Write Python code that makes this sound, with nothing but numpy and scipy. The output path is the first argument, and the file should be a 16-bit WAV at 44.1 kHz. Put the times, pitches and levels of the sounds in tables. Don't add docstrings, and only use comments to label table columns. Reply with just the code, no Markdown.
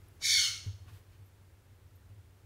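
import sys
import numpy as np
from scipy import signal
from scipy.fft import rfft, irfft, next_fast_len
from scipy.io import wavfile

SR = 44100
rng = np.random.default_rng(int(sys.argv[2]) if len(sys.argv) > 2 else 0)


def to_wav(s):
    ch = np.atleast_2d(s).T
    pcm = np.round(np.clip(ch, -1, 1) * 32767)
    wavfile.write(sys.argv[1], SR, pcm.astype(np.int16))


N = 108045
T = np.arange(N) / SR

# (frequency [Hz], relative density [dB])
ROOM_TONE = [(20, -28.5), (45, -9), (110, -8.5), (165, -19), (250, -22), (380, -20.5), (630, -28),
             (1200, -30), (1800, -32), (5000, -39.5), (15500, -42.5)]
# (peak time [s], length [s], frequency [Hz], level [dB])
SQUEAKS = [(0.087, 0.0052, 11400, -60), (.155, .006, 11400, -69), (.177, 0.0052, 11300, -77),
           (0.666, .02, 13000, -70), (1.268, .025, 12900, -72), (1.962, 0.017, 13000, -67.5)]
# (time [s], level [dB])
AIRFLOW = [(.196, -78), (.214, -51.5), (.238, -33), (.256, -29.5), (.3, -27), (.37, -28), (.44, -30.5),
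           (.49, -37.5), (.53, -48), (.6, -58), (.68, -95)]
# (time [s], slide [1])
SLIDE = [(.22, 0), (.3, 0.16), (.345, .4), (.385, .8), (.45, 0.99), (.54, 1.3)]
# (centre 0 [Hz], centre 1 [Hz], width [Hz], level 0 [dB],
# level 1 [dB])
CAVITY_MODES = [(1872, 1420, 270, -22, -18), (2267, 2170, 200, -10, -10.5), (3010, 3600, 280, -14.5, -23),
                (3800, 3020, 440, -8, -4.5), (3966, 3750, 290, -12.5, -11), (4606, 4350, 220, -7.5, -4.5),
                (5505, 5350, 570, -4, -7), (6350, 6000, 540, -10, -8), (6764, 6570, 450, -11, -7.5),
                (9150, 8850, 290, -17, -21), (11350, 10970, 220, -21.5, -23),
                (13800, 13200, 300, -28.5, -28.5)]
# (frequency [Hz], relative density [dB])
JET_SPECTRUM = [(900, -58.5), (1400, -19), (1900, -8.5), (2700, -15), (3600, -1.5), (4900, -4.5),
                (6500, 0.5), (8000, -8), (9700, -5), (10500, -12), (13000, -19), (16000, -17.5)]
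# (centre 0 [Hz], centre 1 [Hz], width [Hz], depth 0 [1], depth 1 [1])
CAVITY_NOTCHES = [(2880, 2520, 450, 0.7, .65), (5040, 5200, 200, 0.8, 0.2), (10785, 10400, 410, .3, .7)]
# (frequency [Hz], T60 [s])
ROOM_DECAY = [(200, .5), (2000, .55), (4500, 0.55), (6500, .58), (9000, 0.42), (15000, 0.46)]
# (delay [s], gain [dB])
GLASS_REFLECTIONS = [(.0027, -10.5), (.0062, -8)]
# (frequency [Hz], gain [dB])
ENCLOSURE_MODES = [(1801, 8.5), (2178, 13), (2226, -6), (3070, 6.5), (3526, 6), (3671, 2), (4138, 14),
                   (4317, 3.5), (4447, 10.5), (4520, 2.5), (4543, 3), (5102, 7.5), (5248, 4), (6012, 6.5),
                   (6345, 3), (6853, 9)]
# (peak time [s], length [s], level [dB], low-pass [Hz])
RUSTLES = [(0.221, 0.014, -53.5, 1164), (0.662, 0.057, -63, 600), (0.891, .03, -60.5, 1977),
           (0.95, 0.088, -65.5, 9100), (1.135, 0.063, -71.5, 3500), (2.102, .05, -71.5, 400)]
# (frequency [Hz], relative density [dB])
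RUSTLE_SPECTRUM = [(150, -1), (500, -6.5), (1000, -1.5), (3000, -1.5), (7000, -7.5), (15000, -1.5)]
# (onset [s], strength [dB])
THUMPS = [(.235, -46.5), (0.364, -48.5), (0.481, -46.5), (.661, -30.5), (.865, -45.5), (0.911, -45.5),
          (1.191, -50.5), (2.094, -44), (2.16, -51.5)]
# (frequency [Hz], gain [dB], T60 [s])
BOOM_MODES = [(57, -22, .3), (86.7, -9.5, .7), (101.5, 0, .36), (166, -22, .15), (231, -22, .15),
              (301, -29, .16), (421, -27, .13)]


def from_db(db):
    return 10 ** (np.asarray(db) / 20)


def unit_rms(x):
    return x / np.sqrt(np.mean(np.abs(x) ** 2) + 1e-20)


def in_time(rows):
    return np.interp(T, *np.transpose(rows))


def at_hz(rows, hz):
    row_hz, value = np.transpose(rows)
    return np.interp(np.log(np.maximum(hz, 1)), np.log(row_hz), value)


def coloured(spectrum):
    size = next_fast_len(N)
    white = rfft(rng.standard_normal(size))
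    gain = from_db(at_hz(spectrum, np.arange(len(white)) * SR / size))
    return unit_rms(irfft(white * gain, size)[:N])


def low_pass(x, hz, order=2):
    return signal.sosfilt(signal.butter(order, hz, fs=SR, output="sos"), x)


def drift(hz):
    return unit_rms(low_pass(rng.standard_normal(N + SR), hz)[SR:])


def resonance(hz, width_hz):
    phase = 2 * np.pi * np.cumsum(hz * np.ones(N)) / SR
    return (drift(width_hz / 2) * np.cos(phase) + drift(width_hz / 2) * np.sin(phase)) / np.sqrt(2)


def swell(peak_s, length_s):
    return np.exp(-.5 * ((T - peak_s) * 2 / length_s) ** 2)


def background(tone_db=-63, rumble_db=-60, hum_hz=96.7, hum_db=-63, settle_db=2.5, settle_s=1.5):
    tone = from_db(tone_db) * coloured(ROOM_TONE)
    rumble = from_db(rumble_db) * resonance(hz=84, width_hz=24)
    hum = from_db(hum_db) * np.sqrt(2) * np.sin(2 * np.pi * hum_hz * T)
    settle = from_db(settle_db * np.maximum(1 - T / settle_s, 0))
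    return hum + (tone + rumble) * settle


def squeaks():
    return sum(from_db(db) * swell(peak_s, length_s) * resonance(hz, width_hz=890)
               for peak_s, length_s, hz, db in SQUEAKS)


def hiss(cavity_db=-1, jet_db=-8.5, rasp_db=.6, rasp_hz=110):
    slide = in_time(SLIDE)

    def glide(start, end):
        return start + (end - start) * slide

    cavity = sum(from_db(glide(db0, db1)) * resonance(glide(hz0, hz1), width_hz)
                 for hz0, hz1, width_hz, db0, db1 in CAVITY_MODES)
    air = from_db(cavity_db) * cavity + from_db(jet_db) * coloured(JET_SPECTRUM)
    for hz0, hz1, width_hz, depth0, depth1 in CAVITY_NOTCHES:
        air = notch(air, glide(hz0, hz1), width_hz, glide(depth0, depth1))
    flow = from_db(in_time(AIRFLOW) + rasp_db * drift(rasp_hz))
    gate = (T > AIRFLOW[0][0]) & (T < AIRFLOW[-1][0])
    return air * flow * gate


def notch(x, hz, width_hz, depth):
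    carrier = np.exp(2j * np.pi * np.cumsum(hz) / SR)
    baseband = low_pass(signal.hilbert(x) / carrier, width_hz / 2, order=1)
    return x - np.clip(depth, 0, 1) * np.real(baseband * carrier)


def room(x, tail_db=-5.5, build_s=.012):
    age_s, edges_hz = T[:SR], np.geomspace(200, 16000, 10)
    tail = np.zeros(SR)
    for low_hz, high_hz in zip(edges_hz, edges_hz[1:]):
        band = signal.butter(2, [low_hz, high_hz], "band", fs=SR, output="sos")
        t60_s = at_hz(ROOM_DECAY, np.sqrt(low_hz * high_hz))
        tail += signal.sosfilt(band, rng.standard_normal(SR)) * from_db(-60 * age_s / t60_s)
    tail *= np.minimum(age_s / build_s, 1)
    early = sum(from_db(db) * np.interp(T - round(delay_s * SR) / SR, T, x)
                for delay_s, db in GLASS_REFLECTIONS)
    diffuse = signal.fftconvolve(x, tail / np.linalg.norm(tail))[:N]
    return x + early + from_db(tail_db) * diffuse


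def enclosure(x, width_hz=15):
    drive = x + 1e-18
    return sum(from_db(db) * signal.lfilter(*signal.iirpeak(hz, hz / width_hz, fs=SR), drive)
               for hz, db in ENCLOSURE_MODES)


def rustles():
    out = np.zeros(N)
    for peak_s, length_s, db, cutoff_hz in RUSTLES:
        rubbing = unit_rms(low_pass(coloured(RUSTLE_SPECTRUM), cutoff_hz, order=1))
        out += from_db(db) * swell(peak_s, length_s) * rubbing
    return out


def thumps(contact_s=.0024):
    out = np.zeros(N)
    for onset_s, blow_db in THUMPS:
        age_s = np.maximum(T - onset_s, 0)
        attack = 1 - np.exp(-age_s / contact_s)
        for k, (hz, mode_db, t60_s) in enumerate(BOOM_MODES):
            decay = from_db(blow_db + mode_db - 60 * age_s / t60_s)
            out += (-1) ** k * attack * decay * np.sin(2 * np.pi * hz * age_s)
    return out


def scene():
    air = hiss()
    return (room(air) + enclosure(air) + thumps() + rustles() + squeaks() + background())[None]


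def record(dry):
    cutoff_hz = 15700
    return signal.sosfilt(signal.ellip(12, rp=.1, rs=80, Wn=cutoff_hz, fs=SR, output="sos"), dry)


dry = scene()
out = record(dry)
to_wav(out)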